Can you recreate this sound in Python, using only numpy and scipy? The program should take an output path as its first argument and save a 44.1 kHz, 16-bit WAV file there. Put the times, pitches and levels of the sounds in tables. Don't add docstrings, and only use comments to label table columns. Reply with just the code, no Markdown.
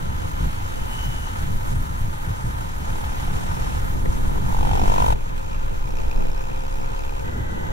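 import sys
import numpy as np
from scipy.fft import rfft, irfft, next_fast_len
from scipy.io import wavfile
from scipy.ndimage import uniform_filter1d, map_coordinates

SR = 44100
rng = np.random.default_rng(int(sys.argv[2]) if len(sys.argv) > 2 else 0)


def waveform_to_disk(signal):
    frames = np.transpose(np.atleast_2d(signal))
    scaled = np.clip(frames, -1, 1) * 32767
    samples = np.round(scaled).astype(np.int16)
    wavfile.write(sys.argv[1], SR, samples)


N = 340452
T = np.arange(N) / SR
SIZE = 2 * next_fast_len(N // 2 + SR // 4)
HZ = np.fft.rfftfreq(SIZE, 1 / SR)


def amp(db):
    return 10 ** (np.asarray(db) / 20)


def unit(x):
    return x / np.sqrt(np.mean(x ** 2) + 1e-20)


def along(points):
    f, v = np.transpose(points)
    return np.interp(np.log(HZ + 1), np.log(f + 1), v)


def curves(rows):
    times, *columns = np.transpose(rows)
    return [np.interp(T, times, column) for column in columns]


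def during(start, end):
    return np.clip(np.minimum(T - start, end - T) / 0.0091 + .5, 0, 1)


def wobble(rate):
    return map_coordinates(rng.standard_normal(int(N * rate / SR) + 4), [T * rate], mode="nearest")


def noise():
    return rng.standard_normal((2, N))


def filtered(x, response):
    return irfft(rfft(x, SIZE) * response, SIZE)[..., :N]


def causal(db):
    cepstrum = irfft(np.log(amp(db)))
    cepstrum[1:SIZE // 2] *= 2
    cepstrum[SIZE // 2 + 1:] = 0
    return np.exp(rfft(cepstrum))


def coloured(x, spectrum):
    return unit(filtered(x, causal(along(spectrum))))


def firings(rate, at_s, scatter_db=0, jitter_s=0):
    turns = np.cumsum(rate) / SR
    turns -= np.interp(at_s, T, turns)
    times = np.interp(np.arange(np.ceil(turns[0]), turns[-1]), turns, T)
    timing, strength = rng.standard_normal((len(times), 2)).T
    place = np.clip((times + jitter_s * timing) * SR, 0, N - 1).astype(int)
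    return np.bincount(place, amp(scatter_db * strength), N), turns % 1 / rate


def each_firing(age):
    index = np.cumsum(np.diff(age, prepend=0) < 0)
    return rng.standard_normal(N // 50)[index]


def burst(age, decay_s):
    return noise() * np.exp(-age / decay_s)


def accents(table, age, rate):
    return sum(db * (np.abs(T - age - s) < .5 / rate) for s, db in table)


# start/s, end/s
STRETCHES = [(-1, 5.14), (5.14, 7.24), (7.24, 9)]
FAST_RUN, BEND, STRAIGHTAWAY = STRETCHES
# buffet/dB, flutter/dB, roar/dB, cross gust/dB, tyres/dB, hiss/dB
BED_MIX = [(-27.5, -34.5, -47, -36.5, -1.64, -1), (-24.5, -38.5, -53, -36, 0.5, -0.1),
           (-27.5, -31.5, -42, -35, -1, -1)]


def bed_levels():
    return sum(np.outer(row, during(*span)) for span, row in zip(STRETCHES, BED_MIX))


FLICKER_EDGES = [0, 4500, 7500, 11000, 22050]


def flicker(x, depth_db=1.12):
    bands = zip(FLICKER_EDGES, FLICKER_EDGES[1:])
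    return sum(filtered(x, (HZ >= lo) & (HZ < hi)) * amp(depth_db * wobble(18)) for lo, hi in bands)


# f/Hz, then density/dB on the fast run, the bend and the straight
RUSH_EQ = [(97, -57, -93, -90), (315, -75.5, -76.5, -70), (472, -82.5, -82.5, -75),
           (713, -76.5, -81, -75.5), (1080, -80.5, -82.5, -80.5), (1910, -82, -85.5, -87.5),
           (3000, -88.5, -90.5, -86.5), (4570, -89.5, -93, -92), (7220, -95, -98.5, -96.5),
           (9770, -86.5, -94, -93), (15400, -95.5, -99, -99.3)]
# t/s, half width/s, tyres/dB, hiss/dB
SWELLS = [(1.08, 0.59, 2.5, 3), (3.45, 0.68, 3.5, 2.5), (5.0, 0.27, 6, 5.5)]


def road(crossover_hz=2500):
    swell_db = sum(np.outer(lift_db, 1 / (1 + ((T - s) / width) ** 2)) for s, width, *lift_db in SWELLS)
    tyre_db, hiss_db = bed_levels()[4:] + swell_db * during(*FAST_RUN)
    hz, *colours = np.transpose(RUSH_EQ)
    responses = [amp(along(np.c_[hz, db])) * np.sqrt(SR / 2) for db in colours]
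    rush = sum(during(*span) * filtered(noise(), eq) for span, eq in zip(STRETCHES, responses))
    hiss = filtered(rush, 1 - 1 / (1 + (HZ / crossover_hz) ** 2))
    tyres = (rush - hiss) * amp(tyre_db + 0.51 * wobble(12) + 1.3 * wobble(110))
    return tyres + flicker(hiss) * amp(hiss_db + 0.69 * wobble(20) + 0.95 * wobble(170))


# t/s, hold/s, push on big eddies/dB, flap on small eddies/dB
GUSTS = [(0.406, 0.074, 5, 12), (0.737, 0.11, 5.5, -3.5), (1.044, 0.047, 5.5, 5.5), (1.205, 0.04, 1, 5),
         (1.42, 0.14, 4.5, 5.5), (1.676, 0.15, 3, 5.5), (2.02, 0.075, 5, 4), (2.278, 0.044, 2.5, 6.5),
         (2.445, 0.048, 3.5, 9.5), (3.266, 0.12, 1.5, 1.5), (4.053, 0.052, 3, 5), (4.247, 0.14, 1, -0.5),
         (4.594, 0.15, 2.5, 1.5), (4.838, 0.065, 5.5, 2), (5.277, 0.05, 1, 5), (5.56, 0.08, 0.5, 2.5),
         (5.71, 0.045, 2.5, 3.5), (5.85, 0.09, 0, 3), (6.002, 0.082, 3.5, -3), (6.16, 0.13, 7, -1.5),
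         (6.79, 0.061, 4, 2), (7.281, 0.13, -1.5, 3.5)]


def gusts(attack_s=0.017, release_s=0.025):
    lift_db = np.zeros((2, N))
    for s, hold_s, push_db, flap_db in GUSTS:
        ramps = np.minimum((T - s) / attack_s, (s + hold_s - T) / release_s)
        lift_db += np.outer([push_db, flap_db], np.clip(ramps + 1, 0, 1))
    return lift_db


def eddies(spectrum, steady_s):
    x = coloured(rng.standard_normal(N), spectrum)
    size = int(steady_s * SR)
    power = uniform_filter1d(uniform_filter1d(x ** 2, size), size)
    return unit(x / np.sqrt(np.abs(power) + .02))


# t/s, strength/dB
AIRFLOW = [(0, 2), (0.65, -1.5), (1.3, -2), (1.7, 0.5), (2.3, -2.5), (2.9, 1), (3.35, 2.5), (3.7, 2.5),
           (4.1, 4.5), (4.8, 6.5), (5.12, 6.5), (5.2, 0), (6.0, 2), (6.45, 0), (7.72, 0.3)]


def wind():
    flow_db, = curves(AIRFLOW)
    push_db, flap_db = gusts()
    buffet_db, flutter_db, roar_db, cross_db = bed_levels()[:4]
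    buffet_db += 1.17 * flow_db + push_db + 1.5 * wobble(14)
    flutter_db += 0.84 * flow_db + flap_db + 2 * wobble(16)
    roar_db += 1.21 * flow_db + 0.51 * flap_db + 2.5 * wobble(18)
    cross_db += 1.5 * flow_db + push_db
    fast = eddies([(4, -23), (10, 5), (24, -0.5), (45, -6.5), (70, -8), (110, -31), (300, -68)], 0.077)
    slow = eddies([(4, -25.5), (12, 4.5), (24, -0.5), (45, -16), (70, -18), (110, -35), (300, -78)],
                  steady_s=0.07)
    bend = during(*BEND)
    buffet = amp(buffet_db) * ((1 - bend) * fast + bend * slow)
    flutter = amp(flutter_db) * eddies(
        [(35, -24.5), (70, 1), (110, -1.5), (150, -6.5), (200, -15.5), (300, -38), (900, -70.5)], 0.062)
    roar = amp(roar_db) * eddies(
        [(100, -16.5), (200, -1.5), (280, -4.5), (400, -12.5), (700, -25), (3000, -62.5)], 0.047)
    lumps = unit(amp(1.9 * wobble(45)))
    cross = amp(cross_db) * lumps * eddies(
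        [(10, -7), (40, -1.5), (115, 0.5), (190, -2), (330, -9), (500, -7.5), (800, -17.5),
         (3000, -56), (9000, -71)], steady_s=0.04)
    return np.array([buffet + flutter + roar, cross + amp(-12.5) * filtered(flutter, 1j)])


# t/s, level/dB
KNOCKS = [(3.801, -38), (4.057, -30), (6.253, -42)]
# f/Hz, level/dB
RACK_EQ = [(150, -3), (400, 22), (1200, -8), (1900, 12), (2600, -14), (7000, -24), (14000, -34)]


def rack_knocks(t60_s=0.029):
    blows = sum(amp(db - 60 * np.abs(T - s) / t60_s) * (T >= s) for s, db in KNOCKS)
    return blows * coloured(noise(), RACK_EQ)


# f/Hz, level/dB
GEAR_EQ = [(1000, -38), (1420, -14), (1540, -7), (1660, -11), (1860, -15), (1980, -2), (2120, -20),
           (3000, -37)]


def gears():
    return amp(-50.5) * coloured(noise(), GEAR_EQ) * during(*STRAIGHTAWAY)


# f/Hz, level/dB
CHAIN_EQ = [(3000, -30), (4800, -17), (5500, 5), (6100, -12), (6900, -7.5), (7800, -12), (8700, 2),
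            (10000, -21), (15000, -36)]
# peak t/s, half width/s, lead-in/s, tail/s, level/dB
CHAIN_PASSES = [(1.03, 0.15, 1, .8, -61), (3.62, 0.32, 1.4, 0.18, -56.5), (4.9, 0.071, 0.55, 0.19, -53)]


def chains():
    level = sum(amp(db) / np.sqrt(1 + ((T - s) / width) ** 2) * during(s - lead, s + tail)
                for s, width, lead, tail, db in CHAIN_PASSES)
    return coloured(noise() * amp(3 * wobble(160)), CHAIN_EQ) * level


# f/Hz, level/dB, pitch spread/fraction
VALVE_RINGS = [(2545, -10.5, 0.055), (5190, -13, 0.041)]


def valve_rings(age, swell_s=0.00088):
    envelope = age / swell_s * np.exp(-age / swell_s)
    for hz, db, spread in VALVE_RINGS:
        pitch_hz = hz * (1 + spread * each_firing(age))
        ring = unit(envelope * np.sin(2 * np.pi * pitch_hz * age))
        scatter_db, cluster_db = 2.2 * each_firing(age), 1.2 * wobble(11)
        yield ring * amp(db + scatter_db + cluster_db)


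# t/s, firing rate/Hz, exhaust/dB, valves/dB, high valve ring/dB
CLIMB = [(5.14, 58, -57, -54.5, -12), (5.5, 59.6, -53.5, -51, -11), (5.76, 61.4, -50.5, -52.5, -5),
         (5.9, 62.3, -48, -51, 3), (6.15, 63.6, -47, -49.5, -1), (6.5, 65.7, -47, -50, 0),
         (6.9, 68, -46.5, -51, 1), (7.24, 69.6, -47, -51.5, -1)]
STRAIGHT = [(7.24, 53.3, -53, -49, -3), (7.5, 53.5, -56, -70, -3), (7.72, 54.1, -44.5, -61, -4)]
# f/Hz, level/dB
MUFFLER_EQ = [(50, 0), (130, 10.5), (220, -8), (320, 3.5), (450, 0), (495, 3), (555, 5), (615, -4),
              (720, 4), (850, 2), (930, -4), (1100, -8), (1300, -17), (2000, -24), (5000, -22.5)]
CLICK_EQ = [(800, -17), (2100, -9), (2450, 13.5), (2680, 7), (3050, -6), (4000, 0), (4700, -3),
            (5250, -2.5), (5900, -12), (10000, -5), (15500, -24)]
# t/s, boost/dB
SLAPS = [(5.291, 6), (5.377, 7), (5.394, 6), (5.512, 3), (5.529, 4), (5.545, 4), (5.628, 5), (5.825, 4),
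         (5.907, 4), (5.97, 7), (6.113, 7), (6.16, 5), (6.317, 4), (6.379, 5), (6.561, 5), (6.992, 6),
         (7.036, 4), (7.094, 5), (7.196, 5)]


def carrying_bike(track, exhaust_trim_db):
    rate, exhaust_db, valve_db, bright_db = curves(track)
    pulses, age = firings(rate, at_s=6.1126, scatter_db=.9, jitter_s=.00004)
    exhaust = amp(exhaust_db + exhaust_trim_db) * coloured(pulses, MUFFLER_EQ)
    click = coloured(burst(age, decay_s=0.0041), CLICK_EQ) * amp(-7 + 1.2 * each_firing(age))
    low, high = valve_rings(age)
    rings = np.outer([1, .1], low + high * amp(bright_db))
    valves = (click + rings) * amp(valve_db + accents(SLAPS, age, rate))
    return (exhaust + valves) * during(track[0][0], track[-1][0])


# t/s, firing rate/Hz, engine/dB, whistle/dB
FIRST_BIKE = [(0, 52, -56, -76), (.6, 52, -54, -63), (.86, 52, -53, -60), (.91, 52, -53, -49.5),
              (1, 52.5, -52, -47), (1.15, 52, -54, -50.5), (1.27, 52, -56, -53.5), (1.33, 52, -57, -66),
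              (1.7, 52, -70, -80)]
# f/Hz, level/dB
EXHAUST_EQ = [(40, -29), (200, -13), (380, -2), (480, 0.5), (600, -3.5), (720, 0), (870, -12), (1100, -7),
              (1350, -20), (2400, -8), (4000, -29), (8000, -27)]
SKIRT_EQ = [(2400, -49), (2880, 0), (3005, -5), (3100, -20), (3600, -36)]
GAS_EQ = [(300, -10), (1000, -9), (2600, 9.5), (4500, 1), (7000, -7), (10000, -5), (15500, -37)]


def whistling_bike(whistle_hz=3003):
    rate, engine_db, whistle_db = curves(FIRST_BIKE)
    pulses, age = firings(rate, at_s=0.93, scatter_db=-1, jitter_s=0.00016)
    exhaust = amp(-12) * coloured(pulses, EXHAUST_EQ)
    gas = amp(-0.5) * coloured(burst(age, decay_s=0.016), GAS_EQ)
    phase = 2 * np.pi * np.cumsum(whistle_hz + 26 * wobble(200)) / SR
    tone = unit(np.sin(phase) * amp(1.5 * wobble(60)))
    whistle = amp(-4) * tone + amp(-8.5) * coloured(noise(), SKIRT_EQ)
    return ((exhaust + gas) * amp(engine_db) + whistle * amp(whistle_db)) * during(-1, FIRST_BIKE[-1][0])


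def pop(age, hz, peak_s, late_s=0):
    t = np.clip(age - late_s, 0, None)
    envelope = (t / peak_s * np.exp(-t / peak_s)) ** 2
    pitch_hz = hz * (1 + .008 * each_firing(age))
    return unit(envelope * np.sin(2 * np.pi * pitch_hz * t))


# t/s, boost/dB
HARD_POPS = [(2.842, 3), (2.952, 5), (3.035, 6), (3.278, 4), (3.435, 5), (4.503, 2), (4.545, 4), (4.918, 2),
             (4.979, 1.5), (4.999, 2), (5.02, 1.5), (5.04, 1.5)]


def exhaust_pops(track, age, ring_db, bark_db, thump_db):
    rate, level_db, near, ring_hz, bark_hz = curves(track)
    late_s = 0.0023 * near
    ring = pop(age, ring_hz, peak_s=0.0025, late_s=late_s)
    ring *= amp(ring_db - 5 * near + .5 * each_firing(age))
    bark = pop(age, bark_hz, peak_s=0.0018 + 0.0015 * near, late_s=late_s)
    bark *= amp(bark_db + 9.5 * near + .5 * each_firing(age))
    thump = pop(age, hz=490, peak_s=0.0019) * amp(thump_db + 12.5 * near)
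    mid = ring + amp(-20.5) * bark + amp(-12) * thump
    side = 2.1 * near * ring + bark - thump
    return np.array([mid, side]) * amp(level_db + accents(HARD_POPS, age, rate))


# t/s, firing rate/Hz, level/dB, nearness/0-1, pipe ring/Hz, bark/Hz
SECOND_BIKE = [(2.2, 35.5, -56, 0, 890, 1000), (2.76, 35.8, -52, 0.05, 895, 1000),
               (2.88, 35.9, -45.5, 0, 866, 980), (3.1, 37.4, -44.5, 0.05, 840, 975),
               (3.3, 37.8, -44, 0.2, 780, 950), (3.45, 38.3, -47, 0.5, 715, 930),
               (3.58, 38.8, -49, 0.8, 690, 930), (3.78, 38, -49, .95, 680, 920),
               (3.83, 37.5, -54, 0.9, 700, 920)]
THIRD_BIKE = [(3.75, 47, -70, 0.1, 909, 1000), (4.2, 47, -47.5, 0, 915, 1000),
              (4.49, 47.8, -43.5, 0, 880, 990), (4.55, 48.1, -36.8, 0, 860, 975),
              (4.68, 48.2, -32.2, 0.02, 830, 945), (4.77, 48.4, -30.5, 0.06, 800, 890),
              (4.87, 48.7, -33, 0.35, 735, 930), (5.0, 49, -34, 0.7, 715, 975),
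              (5.14, 48.8, -33.8, 0.62, 690, 880)]
# f/Hz, level/dB
CHUFF_EQ = [(200, -12), (400, -6), (600, -11), (720, 8), (810, 6), (950, -2), (1150, -24), (1480, -5),
            (1700, -18), (3000, -45)]
RASP_EQ = [(800, -25), (1100, 1), (1270, -8), (1480, -3), (1750, -12), (2600, -28)]
RATTLE_EQ = [(1500, -23), (2250, -1), (2550, 6.5), (2850, -16), (3300, -9), (3700, -1.5), (4200, -7),
             (4900, -9), (5400, -0.5), (5900, -12), (6600, -12), (9000, -10), (15000, -30)]


def popping_bike(track, at_s, gas_db, puff_s, rattle_db, **pop_levels):
    rate, level_db, near = curves(track)[:3]
    _, age = firings(rate, at_s)
    attack = lambda rise_s: 1 - np.exp(-age / rise_s)
    chuff = coloured(burst(age, decay_s=0.0042), CHUFF_EQ) * amp(-16 + 3.5 * near)
    rasp = coloured(burst(age, decay_s=0.007), RASP_EQ) * amp(gas_db - 6 + 6.7 * near)
    gas = coloured(burst(age, puff_s) * attack(0.0013), GAS_EQ) * amp(gas_db + 6.3 * near)
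    rattle = coloured(burst(age, decay_s=0.0036) * attack(0.00077), RATTLE_EQ)
    rattle *= amp(rattle_db + 5.8 * near + 2 * each_firing(age))
    gate = during(track[0][0], track[-1][0])
    pops = exhaust_pops(track, age, **pop_levels)
    return pops * gate, (chuff + rasp + gas + rattle) * amp(level_db) * gate


# f/Hz, half width/Hz, gain/dB
MID_MODES = [(500, 43, 4), (887, 82, 9), (1245, 73, 5.5), (1487, 65, 5.5), (3053, 66, 3.5), (3680, 300, 3),
             (4780, 260, -3), (5420, 240, 1), (6650, 750, 7), (8350, 204, -0.5), (9420, 430, -4.5),
             (9970, 500, -2.5), (11780, 1100, -3)]
SIDE_MODES = [(528, 56, 9.5), (630, 58, -9), (983, 92, 9), (1350, 130, 6), (1752, 120, 5), (2490, 130, 0),
              (2800, 100, -1), (3160, 230, 8.5), (5080, 120, -2), (6700, 620, 10), (8600, 330, 4),
              (9400, 380, -4)]
# f/Hz, side gain/dB
WIDTH = [(60, -27), (300, 5), (450, 11.5), (650, 5.5), (1100, 11.5), (2000, 7), (3200, 2.5), (4800, 2),
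         (7000, -0.5), (7800, -3.5), (11500, -9.5), (12700, -5.5), (15500, -3.5)]
# f/Hz, share/fraction
LEAN = [(50, 0), (180, 0.72), (750, -0.086), (1050, 0.73), (1220, -0.097), (1450, 0.78), (1650, -0.0096),
        (1850, 0.034), (2200, -0.5), (2500, 0.72), (2800, 0.37), (4200, -0.44), (5500, 0.13),
        (10000, 0.013)]
LEAD = [(100, 0.48), (520, 0.74), (800, 0.77), (1100, -0.74), (2000, 0.11), (3000, -0.72), (4500, 0.51),
        (6400, -0.55), (8500, -0.31), (11000, 0.79)]


def housing(air):
    bumps = lambda modes: sum(db * np.exp(-((HZ - hz) / width) ** 2) for hz, width, db in modes)
    shared = along(LEAN) + 1j * along(LEAD)
    unshared = np.sqrt(np.clip(1 - np.abs(shared) ** 2, 0, 1))
    difference = filtered(air[0], shared) + filtered(air[1], unshared)
    mid = filtered(air[0], causal(bumps(MID_MODES)))
    side = filtered(difference, causal(bumps(SIDE_MODES) + along(WIDTH)))
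    return np.array([mid, side])


def scene():
    second_pops, second = popping_bike(SECOND_BIKE, at_s=3.277, gas_db=-10, puff_s=0.019, rattle_db=-20,
                                       ring_db=-4, bark_db=-2, thump_db=-7)
    third_pops, third = popping_bike(THIRD_BIKE, at_s=4.7527, gas_db=-17, puff_s=0.013, rattle_db=-22,
                                     ring_db=-2.15, bark_db=4.5, thump_db=-5)
    own = carrying_bike(CLIMB, exhaust_trim_db=-2) + carrying_bike(STRAIGHT, exhaust_trim_db=-1.5)
    air = own + gears() + road() + whistling_bike() + second + third + chains() + rack_knocks()
    mid, side = housing(air) + second_pops + third_pops + wind()
    return np.array([mid + side, mid - side])


def record(dry):
    return filtered(dry, HZ < 15750)


dry = scene()
out = record(dry)
waveform_to_disk(out)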